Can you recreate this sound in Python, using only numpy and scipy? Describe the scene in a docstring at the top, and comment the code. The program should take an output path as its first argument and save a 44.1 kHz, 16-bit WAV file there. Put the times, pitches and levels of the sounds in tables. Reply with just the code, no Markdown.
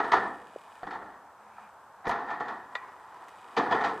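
"""Bicycle on skatepark ramps.

A bike rides up a hollow ramp, stalls on the deck, drops back in, rolls over concrete and hits a
second ramp at its steel foot plate. Wheel blows and rolling set the panels booming while the bike
rattles and its freewheel ticks. One sharp clack close by echoes off the bars of a railing.
Distant traffic lies underneath."""
import sys
import numpy as np
from scipy import signal
from scipy.fft import rfft, irfft
from scipy.io import wavfile

SR = 44100
rng = np.random.default_rng(int(sys.argv[2]) if len(sys.argv) > 2 else 0)


def put_to_file(sound):
    """Save the sound as 16-bit audio at rate SR, in the file named by the first command-line argument."""
    columns = np.atleast_2d(sound).T  # one column per channel
    safe = np.clip(columns, -1, 1)
    whole_steps = np.round(safe * 32767)
    wavfile.write(sys.argv[1], SR, whole_steps.astype(np.int16))


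N = 176400


def undb(db):
    """Decibels to gain."""
    return 10 ** (np.asarray(db) / 20)


def curve(rows):
    """Gain over time from (time_s, level_db) points."""
    time_s, level_db = np.array(rows).T
    return undb(np.interp(np.arange(N) / SR, time_s, level_db))


def fade(t, t60_s):
    """Exponential decay from t = 0."""
    return (t >= 0) * np.exp(-np.log(1000) * np.maximum(t, 0) / t60_s)


def noise():
    """White noise."""
    return rng.standard_normal(N)


def wander(rate_hz):
    """Smooth random drift of unit spread."""
    drift = np.interp(np.arange(N) * rate_hz / SR, np.arange(N), noise())
    return drift / drift.std()


def convolve(x, response):
    """Play x through an impulse response."""
    return signal.fftconvolve(x, response)[:N]


def colour(x, spectrum, size=4096):
    """Minimum-phase filter from (freq_hz, gain_db) points, scaled to keep the power of white noise."""
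    freq_hz, gain_db = np.array(spectrum).T
    bins_hz = np.arange(size // 2 + 1) * SR / size
    gain = undb(np.interp(np.log(bins_hz + 1), np.log(freq_hz), gain_db))
    cepstrum = irfft(np.log(gain))
    cepstrum[1:size // 2] *= 2
    cepstrum[size // 2 + 1:] = 0
    response = irfft(np.exp(rfft(cepstrum)))
    return convolve(x, response / np.linalg.norm(response))


def ring_modes(age_s, modes):
    """Decaying sines from (pitch_hz, gain_db, t60_s) rows."""
    return sum(undb(db) * fade(age_s, t60_s) * np.sin(2 * np.pi * hz * age_s) for hz, db, t60_s in modes)


def resonate(drive, spectrum, t60_s, tail_t60_s, tail_db, spots=8):
    """A body with dense modes, struck at shifting spots: a quick decay, then a longer tail."""
    spots_per_s, spots_at_once = 5, 4
    age_s = np.arange(SR) / SR
    decay = fade(age_s, t60_s) + undb(tail_db) * fade(age_s, tail_t60_s)
    spot = (spots_per_s * np.arange(N) / SR + spots_at_once * rng.random(N)).astype(int) % spots
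    ringing = sum(convolve(drive * (spot == k), rng.standard_normal(SR) * decay) for k in range(spots))
    return colour(ringing / np.linalg.norm(decay), spectrum)


# Wheel blows: start_s, level_db, contact_s, frame_offset_db, rattle_offset_db
WHEEL_BLOWS = [(-.004, -23, 0.0035, 3, -0.5), (0.038, -32.5, 0.014, 14, 6.5),
               (0.117, -23, 0.0032, 3.5, 10.5), (0.126, -14.5, 0.021, 1.5, 1.5),
               (0.166, -25, 0.011, 10.5, 0.5), (.831, -38.5, 0.0014, 8, 1), (0.865, -34.5, 0.014, 10, -0.5),
               (0.905, -35, 0.0098, 7, 6.5), (0.928, -35.5, 0.015, 4.5, 3.5),
               (0.95, -34.5, 0.0058, 4.5, -4), (1.017, -42, 0.0039, 13.5, -15),
               (1.580, -46.5, 0.0027, -11, -2), (2.041, -38, 0.0062, 1, -11),
               (2.051, -33.5, 0.0087, -12, 3), (2.067, -26, 0.0033, 10, 1.5),
               (2.091, -25.5, 0.0062, 1, 3.5), (2.109, -27, .005, 0, 2), (2.301, -35, 0.0073, 4, 8),
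               (2.398, -26.5, 0.014, 6, -2), (2.48, -36, 0.0071, 3, 8.5), (3.565, -28, 0.0053, 12.5, 13),
               (3.572, -22, 0.013, 12, 8.5), (3.594, -25, 0.004, 6, -13), (3.707, -23.5, 0.024, 12.5, 5.5),
               (3.719, -21.5, 0.0056, 1.5, -1), (3.744, -24.5, 0.0083, 9.5, 0), (3.806, -26, 0.015, -6, 2),
               (3.836, -23.5, 0.023, 9.5, 9)]
# Tyres on the ramps: time_s, level_db
ROLL_LEVELS = [(0, -30.5), (.11, -37), (.27, -34.5), (.34, -80), (.5, -63), (.85, -56.5), (.97, -46),
               (1.12, -50), (1.25, -69), (2.03, -71), (2.12, -28.5), (2.24, -39.5), (2.32, -31.5),
               (2.39, -45), (2.51, -34.5), (2.68, -61.5), (3.54, -52), (3.6, -29), (3.69, -34),
               (3.78, -29.5), (3.9, -30.5), (4, -84)]
# Hollow ramp frame, face panels, loose bike parts: freq_hz, gain_db
FRAME_SPECTRUM = [(25, -30), (55, -21.5), (110, -17.5), (145, -11.5), (180, -9.5), (225, -3), (320, -2.5),
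                  (420, 0.5), (490, 0.5), (570, -10), (800, -15.5), (2000, -80)]
PANEL_SPECTRUM = [(200, -51), (580, -14.5), (690, 2.5), (820, 4.5), (1100, 0.5), (1330, 1), (1470, -3),
                  (1600, -11.5), (1730, 2), (1880, -0.5), (2000, -11.5), (2200, -25.5), (3000, -34.5),
                  (9000, -69)]
RATTLE_SPECTRUM = [(700, -38), (2000, 10.5), (2500, 6), (2820, 0.5), (3250, 5), (4300, -0.5), (5400, -9),
                   (6400, -11), (8000, -21.5), (15000, -45)]
TYRE_SQUASH_S = 0.002

def ramps(t):
    """Wheel blows and uneven rolling drive the ramp's frame, its panels and the bike's loose parts."""
    frame_db, rattle_db, blow_window_s = -15.7, -20.3, 0.013
    rolling = curve(ROLL_LEVELS) * undb(wander(70) - 0.5)
    power = (rolling * undb([3, 0, -2])[:, None]) ** 2  # rows: frame, panels, rattle
    for start_s, level_db, contact_s, frame_offset_db, rattle_offset_db in WHEEL_BLOWS:
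        age_s = np.maximum(t - start_s, 0)
        push = ((1 - np.exp(-age_s / TYRE_SQUASH_S)) * np.exp(-age_s / contact_s)) ** 2
        gains = undb([level_db + frame_offset_db, level_db, level_db + rattle_offset_db])
        power += gains[:, None] ** 2 * push * blow_window_s * SR / push.sum()
    frame_drive, panel_drive, rattle_drive = np.sqrt(power) * np.sign(rng.standard_normal((3, N)))
    frame = resonate(frame_drive, FRAME_SPECTRUM, t60_s=0.056, tail_t60_s=0.74, tail_db=-4)
    panels = resonate(panel_drive, PANEL_SPECTRUM, t60_s=0.042, tail_t60_s=0.58, tail_db=-13)
    rattle = resonate(rattle_drive, RATTLE_SPECTRUM, t60_s=0.024, tail_t60_s=0.35, tail_db=-14.5)
    return undb(frame_db) * frame + panels + undb(rattle_db) * rattle


# Wheel slaps: start_s, level_db
PLATE_SLAPS = [(3.5715, -26), (3.7215, -25.5)]
# Steel plate modes: pitch_hz, gain_db, t60_s
STEEL_MODES = [(470, -9, .14), (778, -3, .1), (830, -1, .11), (2550, -18, .12), (3040, -14, .16),
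               (3310, -12, .11), (3450, -11, .09), (4870, -17, .09)]

def foot_plate(t):
    """Each wheel slaps the steel plate at the foot of the second ramp: a short boom under a clank."""
    slaps = 0
    for start_s, level_db in PLATE_SLAPS:
        age_s = np.maximum(t - start_s, 0)
        attack = 1 - np.exp(-age_s / TYRE_SQUASH_S)
        slaps += undb(level_db) * attack * ring_modes(age_s, STEEL_MODES)
    return slaps


# Rider's weight landing: start_s, level_db, t60_s
DECK_THUDS = [(.831, -55.5, 0.73), (2.06, -44.5, 0.35), (3.585, -63, 0.12), (3.736, -53, 0.13)]
# Rear tyre twisting: time_s, level_db
PIVOT_LEVELS = [(1.3, -86), (1.45, -70), (1.53, -70.5), (1.59, -66), (1.66, -62), (1.75, -93)]
# Deck thud, tyre scuff: freq_hz, gain_db
THUD_SPECTRUM = [(25, -2), (50, 0), (100, -2.5), (150, -3), (260, 2), (1000, -44), (4000, -87)]
SCUFF_SPECTRUM = [(400, -24), (1200, 9), (2000, -4), (2500, 0.5), (3300, -29), (6000, -31), (14000, -38)]

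def deck(t):
    """The deck thuds under the rider, knocks as the rear wheel lands and groans as the tyre twists."""
    knock_s, knock_hz, knock_db = 0.8312, 725, -29
    groan_hz, scuff_db = 214, 5.5
    age_s = t - knock_s
    knock = undb(knock_db) * fade(age_s, t60_s=0.061) * np.sin(2 * np.pi * knock_hz * age_s)
    pitch_hz = groan_hz * (1 + 0.018 * wander(42))
    groan = np.sin(2 * np.pi * np.cumsum(pitch_hz) / SR) * undb(2 * wander(55))
    scuff = undb(scuff_db) * colour(noise() * undb(2 * wander(120)), SCUFF_SPECTRUM)
    weight = sum(undb(level_db) * fade(t - start_s, t60_s) for start_s, level_db, t60_s in DECK_THUDS)
    thuds = colour(noise() * weight, THUD_SPECTRUM)
    return thuds + knock + curve(PIVOT_LEVELS) * (groan + scuff)


# Double knock: start_s, gain_db
CLACK_KNOCKS = [(2.7517, -15), (2.7538, -3.5)]
# Modes of the knocked part: pitch_hz, gain_db, t60_s
KNOCK_MODES = [(436, -20, .05), (705, -13, .06), (1025, -6, .065), (1217, -2, .05), (1370, -1, .025),
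               (1760, -3, .035), (1912, 3.5, .024), (2342, -10, .03), (3553, -4, .025), (4090, -21, .04)]
# Impact noise: freq_hz, gain_db
CRACK_SPECTRUM = [(300, -14), (1000, 0), (2000, 0), (3000, -17), (3700, -9), (4600, -11), (5300, -23),
                  (7500, -23), (9000, -36), (15000, -50)]

def clack(t):
    """A hard double knock on the passing bike: brief modes and a noisy crack."""
    modes_db, crack_db, tail_db = -23, -31, -5
    rise_s, highpass_hz = 0.00025, 277
    knocks = 0
    for start_s, gain_db in CLACK_KNOCKS:
        age_s = t - start_s
        attack = 1 - np.exp(-(np.maximum(age_s, 0) / rise_s) ** 2)
        modes = attack * ring_modes(age_s, KNOCK_MODES)
        decay = fade(age_s, t60_s=0.014) + undb(tail_db) * fade(age_s, t60_s=0.085)
        crack = colour(noise() * decay, CRACK_SPECTRUM)
        knocks += undb(gain_db) * (undb(modes_db) * modes + undb(crack_db) * crack)
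    return signal.sosfilt(signal.butter(4, highpass_hz, "high", fs=SR, output="sos"), knocks)


def railing_echo(source):
    """Bar after bar of a railing returns the sound as a dull falling zing."""
    distance_m, bar_gap_m, scatter_m, sound_m_per_s = 4.0, 0.08, 0.012, 343
    lowpass_hz, echo_db = 2720, -24.5
    paths_m = np.hypot(distance_m, bar_gap_m * np.arange(30, 400))
    paths_m += scatter_m * rng.standard_normal(len(paths_m))
    lags = (2 * np.abs(paths_m - distance_m) / sound_m_per_s * SR).astype(int)
    gains = distance_m / paths_m * (1 + 0.5 * rng.standard_normal(len(paths_m)))
    echoes = convolve(source, np.bincount(lags, gains))
    return undb(echo_db) * signal.sosfilt(signal.butter(6, lowpass_hz, fs=SR, output="sos"), echoes)


# Freewheel ticking: time_s, level_db
FREEWHEEL_LEVELS = [(0, -59.5), (.45, -65.5), (.6, -66), (.79, -63.5), (.95, -72), (1.35, -85), (1.6, -69),
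                    (1.75, -80.5), (2.9, -71.5), (3.15, -71), (3.35, -63.5), (3.55, -64.5), (4, -61)]
# Ringing hub: freq_hz, gain_db
HUB_SPECTRUM = [(1200, -20), (2450, 17), (2750, 0.5), (3050, 11), (3450, 9.5), (4200, 1.5), (5400, -4.5),
                (8300, -0.5), (9050, -3), (9350, 0.5), (9800, -7.5), (15000, -18)]

def freewheel():
    """Two pawls, one louder, tick in turn into the ringing hub."""
    clicks_per_s, weak_pawl_db = 140, -2
    tooth = np.floor(np.cumsum(clicks_per_s * (1 + 0.12 * wander(20))) / SR)
    clicks = np.diff(tooth, prepend=0) * undb(2 * wander(200) + weak_pawl_db * (tooth % 2))
    hub = resonate(clicks / clicks.std(), HUB_SPECTRUM, t60_s=0.018, tail_t60_s=0.15, tail_db=-13, spots=2)
    return hub * curve(FREEWHEEL_LEVELS)


# Chain ticks: start_s, level_db
CHAIN_TICKS = [(2.0803, -38), (2.087, -39), (2.0937, -36), (2.1093, -40), (3.144, -53), (3.241, -56),
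               (3.284, -43), (3.289, -47)]
# Chain metal: freq_hz, gain_db
CHAIN_SPECTRUM = [(100, -32), (800, -6), (1900, 17), (2800, 4), (7000, 0), (15000, -16)]

def chain(t):
    """The chain ticks now and then: a metal snap with a short ring."""
    snap_t60_s, ring_t60_s, ring_db = 0.004, 0.04, -12
    envelope = 0
    for start_s, level_db in CHAIN_TICKS:
        age_s = t - start_s
        envelope += undb(level_db) * (fade(age_s, snap_t60_s) + undb(ring_db) * fade(age_s, ring_t60_s))
    return colour(noise() * envelope, CHAIN_SPECTRUM)


def pop(t):
    """One dull pop of about two cycles, with no ring."""
    centre_s, width_s, pitch_hz, level_db = 0.5625, 0.0016, 520, -27
    offset_s = t - centre_s
    return undb(level_db) * np.exp(-(offset_s / width_s) ** 2) * np.sin(2 * np.pi * pitch_hz * offset_s)


# Tyres on concrete: time_s, level_db
TREAD_LEVELS = [(0, -73), (.5, -71), (2.3, -68.5), (2.6, -57), (2.85, -48), (3.05, -56), (3.2, -48.5),
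                (3.35, -64), (3.55, -52), (4, -52)]
# Tread noise: freq_hz, gain_db
TREAD_SPECTRUM = [(60, -42), (250, -16), (400, -5), (600, -14), (750, -3), (1000, 7.5), (1400, -8.5),
                  (1900, -6), (2300, -24), (5000, -31.5), (14000, -49)]

def tyres():
    """Tread runs over gritty concrete."""
    grit = noise() * undb(2 * wander(90))
    return colour(grit, TREAD_SPECTRUM) * curve(TREAD_LEVELS)


# Distant traffic, faint hiss: freq_hz, gain_db
TRAFFIC_SPECTRUM = [(25, -34), (80, -12), (130, -14.5), (210, -13.5), (330, -15.5), (550, -7), (900, 3.5),
                    (1250, -3), (1600, -6.5), (2000, -19.5), (3000, -28), (5000, -35.5), (15000, -42)]
HISS_SPECTRUM = [(150, -10), (600, -11.5), (2000, -5), (7000, -3), (9000, -5), (15000, -11.5)]

def background():
    """Far traffic, a thin high whine and a faint hiss that differs between the ears."""
    traffic_db, swell_db, hiss_db = -52.5, 0.3, -73
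    whine_hz, whine_db = 7930, -84.5
    traffic = colour(noise(), TRAFFIC_SPECTRUM) * undb(traffic_db + swell_db * wander(5.7))
    whine = undb(whine_db) * wander(120) * np.sin(2 * np.pi * whine_hz * np.arange(N) / SR)
    hiss = undb(hiss_db) * np.array([colour(noise(), HISS_SPECTRUM) for _ in range(2)])
    return traffic + whine + hiss


def scene():
    """Stereo mix, all centred but the hiss."""
    t = np.arange(N) / SR
    ride = ramps(t) + foot_plate(t) + deck(t)
    knock = clack(t)
    return ride + knock + railing_echo(knock) + freewheel() + chain(t) + pop(t) + tyres() + background()


def record(dry):
    """Steep low-pass on the top treble."""
    cutoff_hz = 15300
    return signal.sosfilt(signal.ellip(10, 0.2, 70, cutoff_hz, fs=SR, output="sos"), dry)


dry = scene()
out = record(dry)
put_to_file(out)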